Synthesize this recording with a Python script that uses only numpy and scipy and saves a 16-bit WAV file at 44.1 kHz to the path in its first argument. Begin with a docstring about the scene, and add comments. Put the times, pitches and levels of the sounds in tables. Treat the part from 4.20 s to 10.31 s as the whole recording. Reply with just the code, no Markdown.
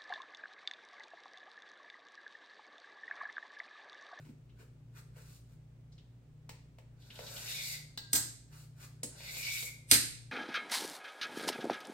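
"""Hands brush and tap cloth on a table while a motor hums nearby, in a small, hard-walled room.
Large steel shears slide along the table, click open and snap shut with a thump;
then they click open, slide and snap shut again.
Friction makes the swish, hiss and rasp as threads catch and slip; stick-slip makes the blade squeak.
Impacts excite the damped modes of the blades and the table top, and the walls reverberate."""
import sys
import numpy as np
from scipy import signal
from scipy.fft import rfft, irfft, next_fast_len
from scipy.io import wavfile
from scipy.ndimage import uniform_filter1d

SR = 44100
rng = np.random.default_rng(int(sys.argv[2]) if len(sys.argv) > 2 else 0)


def transcribe(signal):
    """Save signal, clipped to [-1, 1], as a 16-bit WAV file at the path in sys.argv[1]."""
    frames = np.atleast_2d(signal).T
    limited = np.clip(frames, -1, 1)
    pcm = np.round(limited * 32767).astype(np.int16)
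    wavfile.write(sys.argv[1], SR, pcm)


N = 269539
T = np.arange(N) / SR


def undb(db):
    """Decibels to amplitude ratio."""
    return 10 ** (np.asarray(db) / 20)


def level(x, db=0):
    """A steady sound is scaled by its rms level."""
    return x * undb(db) / np.sqrt(np.mean(x ** 2))


def blow(x, db):
    """A transient is scaled by its energy, counted as if spread over 30 ms."""
    return x * undb(db) * np.sqrt(.03 * SR / np.sum(x ** 2))


def add(out, x, s):
    """Superposition: x joins out from time s."""
    i = int(s * SR)
    out[i:i + len(x)] += x[:N - i]


def on_log_axis(points, size):
    """Interpolation of (frequency [Hz], value) points, in log frequency, at the bins of a transform."""
    hz, value = np.transpose(points)
    bins_hz = np.maximum(np.fft.rfftfreq(size, 1 / SR), 1)
    return np.interp(np.log(bins_hz), np.log(hz), value)


def colour(x, points):
    """Minimum-phase filtering to a (frequency [Hz], gain [dB]) curve, by folding the cepstrum."""
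    cepstrum = irfft(np.log(undb(on_log_axis(points, size=4096))))
    half = len(cepstrum) // 2
    cepstrum[1:half] *= 2
    cepstrum[half + 1:] = 0
    response = irfft(np.exp(rfft(cepstrum)))
    return signal.fftconvolve(x, response)[:len(x)]


def resonate(x, hz, width_hz):
    """A second-order resonator passes a band around its natural frequency."""
    return signal.lfilter(*signal.iirpeak(hz, hz / width_hz, fs=SR), x)


def resonate_twice(x, hz, width_hz):
    """Two equal resonators in cascade give a narrower band with steeper skirts."""
    return resonate(resonate(x, hz, width_hz), hz, width_hz)


def walk(per_s):
    """Smooth random modulation with a spread near 1."""
    step = int(SR / per_s)
    held = np.repeat(rng.standard_normal(N // step + 1), step)
    return np.sqrt(2) * uniform_filter1d(uniform_filter1d(held, step), step)[:N]


def threads(per_s, spread_db):
    """Shot noise: threads catch and slip in dense impulses of unequal size."""
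    sizes = rng.standard_normal(N) * undb(spread_db * np.minimum(rng.exponential(size=N), 4))
    return sizes * (rng.random(N) < per_s / SR)


def contact(length_s):
    """Broadband excitation: two surfaces chatter for a moment as they meet."""
    t = T[:8192]
    envelope = np.sqrt(t) * np.exp(-2 * t / length_s)
    gate = np.minimum(2 * envelope / envelope.max(), 1)
    chatter = rng.standard_normal(len(t)) * envelope
    for _ in range(6):  # flatten the spectrum while keeping the burst short
        chatter = irfft(np.exp(1j * np.angle(rfft(chatter)))) * gate
    return chatter


def ring(modes):
    """Free vibration: a sum of exponentially damped modes."""
    t = T[:SR // 2]
    return sum(undb(db - 60 * t / t60) * np.sin(2 * np.pi * hz * t) for hz, db, t60 in modes)


def gesture(start_s, stop_s, attack_s, release_s):
    """Exponential rise up to the start and decay after the stop, each with its time constant."""
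    return np.exp(-np.maximum(start_s - T, 0) / attack_s - np.maximum(T - stop_s, 0) / release_s)


def fade(from_s, db_per_s):
    """Exponential decay of gain from a given moment."""
    return undb(-db_per_s * np.maximum(T - from_s, 0))


def diffuse_spectra(size, shared_hz):
    """A diffuse field at two close points is coherent in the bass and incoherent in the treble."""
    mid, side = rfft(rng.standard_normal((2, size)))
    coherence = .9 / (1 + (np.fft.rfftfreq(size, 1 / SR) / shared_hz) ** 2)
    return mid * np.sqrt((1 + coherence) / 2) + np.array([[1], [-1]]) * side * np.sqrt((1 - coherence) / 2)


# Spectra of the brushed weave and of the pressing palm: (frequency [Hz], gain [dB])
WEAVE_SPECTRUM = [(1500, -10.5), (3000, -8), (4500, -1.5), (6000, -5), (8500, -1.5), (10500, -9.5),
                  (15500, -4.5)]
PALM_SPECTRUM = [(150, -11), (400, -4), (800, -4.5), (1350, 2.5), (2000, 0), (3000, -8.5), (5000, -30.5)]
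# Strokes over the cloth: (start [s], duration [s], swish gain [dB], palm gain [dB])
HAND_STROKES = [(0.0, 0.1, -71, -69.5), (0.404, 0.025, -60.5, -60.5), (0.758, 0.032, -59.5, -62.5),
                (0.969, 0.21, -61.5, -64), (1.294, .04, -72, -77), (4.328, 0.11, -57.5, -64),
                (4.603, 0.044, -52.5, -58.5)]


def hands():
    """Sliding friction: palms brush the weave, and pressure brings out the table under it."""
    weave = level(colour(threads(per_s=9000, spread_db=4), WEAVE_SPECTRUM), db=-4)
    palm = level(colour(threads(per_s=6400, spread_db=-5.5), PALM_SPECTRUM), db=-3.5)
    out = np.zeros(N)
    for s, length_s, swish_db, palm_db in HAND_STROKES:
        moving = gesture(s, s + length_s, attack_s=.016, release_s=.0093)
        pressure = undb(palm_db) * fade(s, db_per_s=84)  # the hand lands heavily, then lightens
        out += moving * (weave * undb(swish_db) + palm * pressure)
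    return undb(2 * walk(36)) * out


# Partials of the motor: (frequency [Hz], level [dB], modulation depth [0-1])
MOTOR_PARTIALS = [(60, -67, 0.23), (118.6, -58.5, 0.2), (148.8, -62.5, 0.45), (246, -78.5, 0.33),
                  (278.5, -79.5, 0.19)]
# Still air of the room: (frequency [Hz], gain [dB])
AIR_SPECTRUM = [(20, -10.5), (35, -9), (54, 0), (75, -31.5), (100, 0), (160, -3), (260, -17.5),
                (400, -16.5), (1000, -30), (2500, -33.5), (5000, -40), (8800, -41), (10500, -51.5),
                (16000, -41.5)]


def motor_and_air():
    """Narrow-band modulation: the motor's partials waver in amplitude and phase over diffuse noise."""
    hum = np.zeros(N)
    for hz, db, depth in MOTOR_PARTIALS:
        waver = 1 + depth * (walk(7) + 1j * walk(7))
        hum += np.sqrt(2) * undb(db) * np.real(waver * np.exp(2j * np.pi * hz * T))
    size = next_fast_len(N, real=True)
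    spectra = diffuse_spectra(size, shared_hz=650) * undb(on_log_axis(AIR_SPECTRUM, size))
    air = irfft(spectra, size)[:, :N]
    return hum * undb([[.6], [-.6]]) + level(air, db=-63)


# Spectra of a knock on wood and of a sharp tick: (frequency [Hz], gain [dB])
WOOD_SPECTRUM = [(300, 9.5), (600, -1), (1200, -4), (2100, 9.5), (3000, 4.5), (6000, -12)]
TICK_SPECTRUM = [(1500, -22), (3000, -17), (4300, -11), (6000, -17.5), (8500, -16), (10500, -37.5),
                 (15500, -15)]
# Fingers and shears bumping the table:
# (time [s], thud level [dB], thud frequency [Hz], knock level [dB], tick level [dB], contact time [s])
TABLE_TAPS = [(.047, -64.5, 300, -69, -74, .025), (.087, -57.5, 250, -74, -81, .008),
              (.388, -63.5, 413, -73, -73, 0.026), (0.958, -64, 470, -71, -76, .016),
              (2.2923, -64.5, 480, -55.5, -54, 0.0044), (2.585, -66, 560, -65, -72, 0.0031),
              (2.99, -51, 512, -54, -63, 0.0031), (3.775, -78, 443, -61, -46.5, 0.0014),
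              (4.831, -54, 480, -60, -48, .004), (4.839, -53, 276, -64, -53.5, 0.0059),
              (5.004, -64, 525, -64, -64, .003), (5.166, -66, 460, -68, -48, .008),
              (5.424, -64, 476, -76, -46, .009)]


def taps(knock_hz=894):
    """Damped impact: a light touch through the cloth gives a thud of the top, a knock and a tick."""
    out = np.zeros(N)
    for s, thud_db, thud_hz, knock_db, tick_db, contact_s in TABLE_TAPS:
        touch = contact(contact_s)
        thud = resonate_twice(touch, thud_hz, .52 * thud_hz)
        knock = resonate(touch, knock_hz, .2 * knock_hz) + undb(-13) * colour(touch, WOOD_SPECTRUM)
        tick = colour(touch, TICK_SPECTRUM)
        add(out, blow(thud, thud_db) + blow(knock, knock_db) + blow(tick, tick_db), s)
    return out


# The shears shifting in the hand: (time [s], level [dB], frequency [Hz])
HANDLING_CLICKS = [(0.291, -75.5, 2820), (1.72, -71.5, 4340), (1.779, -67.5, 3300), (2.82, -70, 3440),
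                   (2.902, -56, 2860), (2.952, -57.5, 3250), (3.064, -52.5, 3720), (3.164, -49.5, 3330)]


def clicks():
    """Heavily damped resonance: the shears click when handled, with a little of the table beneath."""
    out = np.zeros(N)
    for s, db, hz in HANDLING_CLICKS:
        touch = contact(length_s=.013)
        steel = resonate_twice(touch, hz, .7 * hz)
        wood = undb(-17) * colour(touch, WOOD_SPECTRUM)
        add(out, blow(steel + wood, db), s)
    return out


def run_up(crest_s, rise_db, span_s=.5):
    """Friction noise grows with speed: it gains rise_db in the span before the crest, then holds."""
    return undb(-rise_db * (np.maximum(crest_s - T, 0) / span_s) ** 1.72)


# Resonances of the blade rasping on wood: (frequency [Hz], bandwidth [Hz], relative level [dB])
RASP_RESONANCES = [(1980, 270, -10), (2510, 590, -4.5), (3730, 380, -1.5), (4500, 510, -2.5),
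                   (5320, 1400, 0)]


def rasp():
    """Random excitation: catches drive resonances that trade strength as the point of contact moves."""
    out = np.zeros(N)
    for hz, width_hz, db in RASP_RESONANCES:
        catches = resonate_twice(threads(per_s=650, spread_db=.5), hz, 2 * width_hz)
        out += level(catches, db) * undb(1.96 * walk(14))
    judder = undb(2.2 * walk(45))
    return level(out * judder, db=-3.5)


# Spectra of the blade's hiss on cloth and of its drag on wood: (frequency [Hz], gain [dB])
HISS_SPECTRUM = [(3500, -19.5), (6000, 2), (7400, 6.5), (8700, 8), (9700, -1), (12600, 5.5), (15500, 0.5)]
DRAG_SPECTRUM = [(250, -35), (480, -0.5), (750, -4.5), (1100, -11), (1600, -5), (3000, -36.5)]
# Pushes of the shears: (start [s], peak speed time [s], stop [s], hiss gain [dB], rasp gain [dB],
# rasp decay constant [s], time of meeting the wood [s], drag gain [dB])
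SHEAR_PUSHES = [(2.8, 3.387, 3.531, -45, -43.5, 1.4, 3.018, -56),
                (4.989, 5.319, 5.459, -45.5, -41.5, .14, 5.0, -61)]


def slides(rasp_lead_s=.031):
    """Sliding friction: the lower blade hisses on cloth and rasps on wood, louder as it gathers speed."""
    hiss = level(colour(threads(per_s=22000, spread_db=3), HISS_SPECTRUM), db=-.27) * undb(2 * walk(55))
    drag = level(colour(threads(per_s=640, spread_db=2), DRAG_SPECTRUM), db=-3)
    grit = rasp()
    catching = undb(walk(22))  # the blade catches now more, now less
    out = np.zeros(N)
    for start_s, crest_s, stop_s, hiss_db, rasp_db, decay_s, wood_s, drag_db in SHEAR_PUSHES:
        hissing = hiss * undb(hiss_db) * run_up(crest_s, rise_db=26)
        rasp_crest_s = crest_s - rasp_lead_s
        rasp_decay = np.exp(-np.maximum(T - rasp_crest_s, 0) / decay_s)
        rasping = grit * undb(rasp_db) * run_up(rasp_crest_s, rise_db=21.5) * rasp_decay
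        dragging = drag * undb(drag_db) * fade(wood_s, db_per_s=17.5)  # weight comes off the wood
        out += (hissing + catching * rasping) * gesture(start_s, stop_s, attack_s=.024, release_s=.024)
        out += catching * dragging * gesture(wood_s, stop_s, attack_s=.09, release_s=.1)
    return out


# Squeaks of the sticking blade:
# (start [s], duration [s], level [dB], frequency [Hz], glide [Hz/s], bandwidth [Hz])
BLADE_SQUEAKS = [(3.359, .19, -51.5, 2253, -750, 400), (5.055, 0.089, -51, 2147, 90, 300),
                 (5.166, .32, -49.5, 2294, -150, 400), (5.278, .014, -37, 2265, -3, 220.3),
                 (5.325, 0.016, -36.5, 2253, -300, 220.1)]


def squeaks():
    """Stick-slip oscillation: the sliding blade makes a broken, gliding squeak."""
    grip = undb(4.7 * walk(75))
    out = np.zeros(N)
    for s, length_s, db, hz, glide, width_hz in BLADE_SQUEAKS:
        pitch_hz = hz + glide * np.clip(T - s, 0, length_s)
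        tone = np.exp(2j * np.pi * np.cumsum(pitch_hz) / SR)
        flutter = walk(width_hz) + 1j * walk(width_hz)
        squeak = level(grip * np.real(flutter * tone), db)
        out += squeak * gesture(s, s + length_s, attack_s=.011, release_s=.015)
    return out


# Modes of the steel blades: (frequency [Hz], relative level [dB], 60 dB decay time [s])
STEEL_MODES = [(1606, -14, 0.41), (1607, -15, 0.25), (1980, -13, .15), (4680, -7, 0.08), (7300, -13, 0.1)]
# The blades springing open:
# (time [s], level [dB], contact time [s], resonance [Hz], bandwidth [Hz], ring relative to click [dB])
BLADE_OPENINGS = [(3.776, -45.5, .002, 4110, 1193, -5), (4.833, -41, 0.0031, 8050, 3250, -25)]


def openings():
    """Free vibration after an impulse: the blades part with a click and are left to ring."""
    out = np.zeros(N)
    for s, db, contact_s, hz, width_hz, ring_db in BLADE_OPENINGS:
        parting = contact(contact_s)
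        click = resonate_twice(parting, hz, width_hz) + undb(-22) * colour(parting, TICK_SPECTRUM)
        add(out, blow(click, db), s)
        add(out, blow(ring(STEEL_MODES), db + ring_db), s)
    return out


# Spectra of the first cut and of the second, harder one: (frequency [Hz], gain [dB])
LIGHT_CUT_SPECTRUM = [(60, -22), (200, -14), (480, -23), (750, -19.5), (1050, -21), (1600, -15),
                      (3000, -19.5), (4200, -8.5), (5500, -10), (7000, -6.5), (8400, -2.5), (9400, -19),
                      (10600, -13), (12500, -9.5), (15500, -11.5)]
HARD_CUT_SPECTRUM = [(60, -31), (200, -7.5), (480, -17.5), (750, -12.5), (1100, -14.5), (1650, -1.5),
                     (2500, 0), (3100, -5), (4300, 4), (5900, -2.5), (7600, 0.5), (9000, 4.5), (9800, -2),
                     (12500, 0), (15500, -11.5)]
# Modes of the table top: (frequency [Hz], relative level [dB], 60 dB decay time [s])
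TABLE_TOP_MODES = [(116, 3.5, 0.96), (228, 0.5, 0.23), (268, 6, 0.2), (294, 5.5, 0.2), (324, -2.5, 0.088),
                   (368, 1.5, 0.056), (474, 1.5, 0.14), (647, -9.5, 0.051)]
# The blades snapping shut: (time [s], scrape level [dB], clack level [dB], contact time [s],
# steel level [dB], steel resonance [Hz], ring level [dB], crunch level [dB], thump level [dB])
BLADE_CLOSINGS = [(3.9299, -50, -27.5, .005, -31, 8400, -43.5, -26, -42),
                  (5.7127, -31.5, -18.5, 0.0037, -25.5, 8500, -47, -23.5, -34)]


def snips(closing_s=.0092, crunch_delay_s=.02, thump_delay_s=.01174, steel_width_hz=950):
    """Impact excites modes: the edges scrape, clack and ring; threads crunch and the table thumps."""
    out = np.zeros(N)
    for closing, spectrum in zip(BLADE_CLOSINGS, (LIGHT_CUT_SPECTRUM, HARD_CUT_SPECTRUM)):
        s, scrape_db, clack_db, contact_s, steel_db, steel_hz, ring_db, crunch_db, thump_db = closing
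        t = T[:2048]
        edges = rng.standard_normal(len(t))
        scrape = level(resonate(edges, steel_hz, steel_width_hz)) + level(colour(edges, spectrum), db=2.5)
        swell = np.exp((t - t[-1]) / closing_s)  # the edges speed up until they meet
        add(out, level(scrape, scrape_db) * swell, s - t[-1])
        add(out, blow(colour(contact(contact_s), spectrum), clack_db), s)
        add(out, blow(resonate(contact(contact_s), steel_hz, steel_width_hz), steel_db), s)
        add(out, blow(ring(STEEL_MODES), ring_db), s)
        add(out, blow(colour(contact(length_s=.018), spectrum), crunch_db), s + crunch_delay_s)
        add(out, blow(ring(TABLE_TOP_MODES), thump_db), s + thump_delay_s)
    return out


# Reverberation of the room: (frequency [Hz], 60 dB decay time [s])
REVERBERATION_TIMES = [(100, 0.38), (400, 0.49), (1000, 0.45), (2800, 0.53), (8500, 0.46), (11000, 0.4),
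                       (16000, 0.23)]


def room(x, direct_db, right_lag_s, hold_s=.016):
    """Reverberation: table and wall echoes follow the direct sound; the highest treble dies first."""
    size = 32768
    diffuse = irfft(diffuse_spectra(size, shared_hz=570))
    _, t, cells = signal.stft(diffuse, SR, nperseg=256)
    decay_db = -60 * np.maximum(t - hold_s, 0) / on_log_axis(REVERBERATION_TIMES, size=256)[:, None]
    early_boost = 1 + undb(4) * np.exp(-T[:size] / .012)  # quick echoes off the table
    tail = signal.istft(cells * undb(decay_db), SR)[1] * early_boost
    response = tail / np.sqrt(np.sum(tail ** 2) / 2)
    response[0, 0] += undb(direct_db)
    response[1, int(right_lag_s * SR)] += undb(direct_db)
    response /= np.sqrt(np.sum(response ** 2) / 2)
    return signal.oaconvolve(x[None], response, axes=1)[:, :N]


def scene():
    """Superposition: rubbing, touches and cuts sound through the room, over the motor's hum."""
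    rubbing = room(hands() + slides() + squeaks(), direct_db=-5, right_lag_s=.00042)
    touches = room(taps() + clicks() + openings(), direct_db=-2.5, right_lag_s=.00005)
    cuts = room(snips(), direct_db=-2.5, right_lag_s=.00035)
    return (rubbing * undb([[2.7], [2.1]])  # left and right gains
            + touches * undb([[1.8], [1.3]])
            + cuts * undb([[.2], [1.1]])
            + motor_and_air())


# Treble loss of the right channel: (frequency [Hz], gain [dB])
RIGHT_RESPONSE = [(8500, 0.5), (11000, 0), (13000, -1), (16000, -8.5)]


def record(dry, cutoff_hz=15900):
    """Saturation and band limiting: peaks are rounded and the top is cut; the right is a little duller."""
    channels = np.array([dry[0], colour(dry[1], RIGHT_RESPONSE)])
    low_pass = signal.ellip(10, .2, 80, cutoff_hz, fs=SR, output="sos")
    return signal.sosfilt(low_pass, np.tanh(channels))


dry = scene()
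out = record(dry)
transcribe(out)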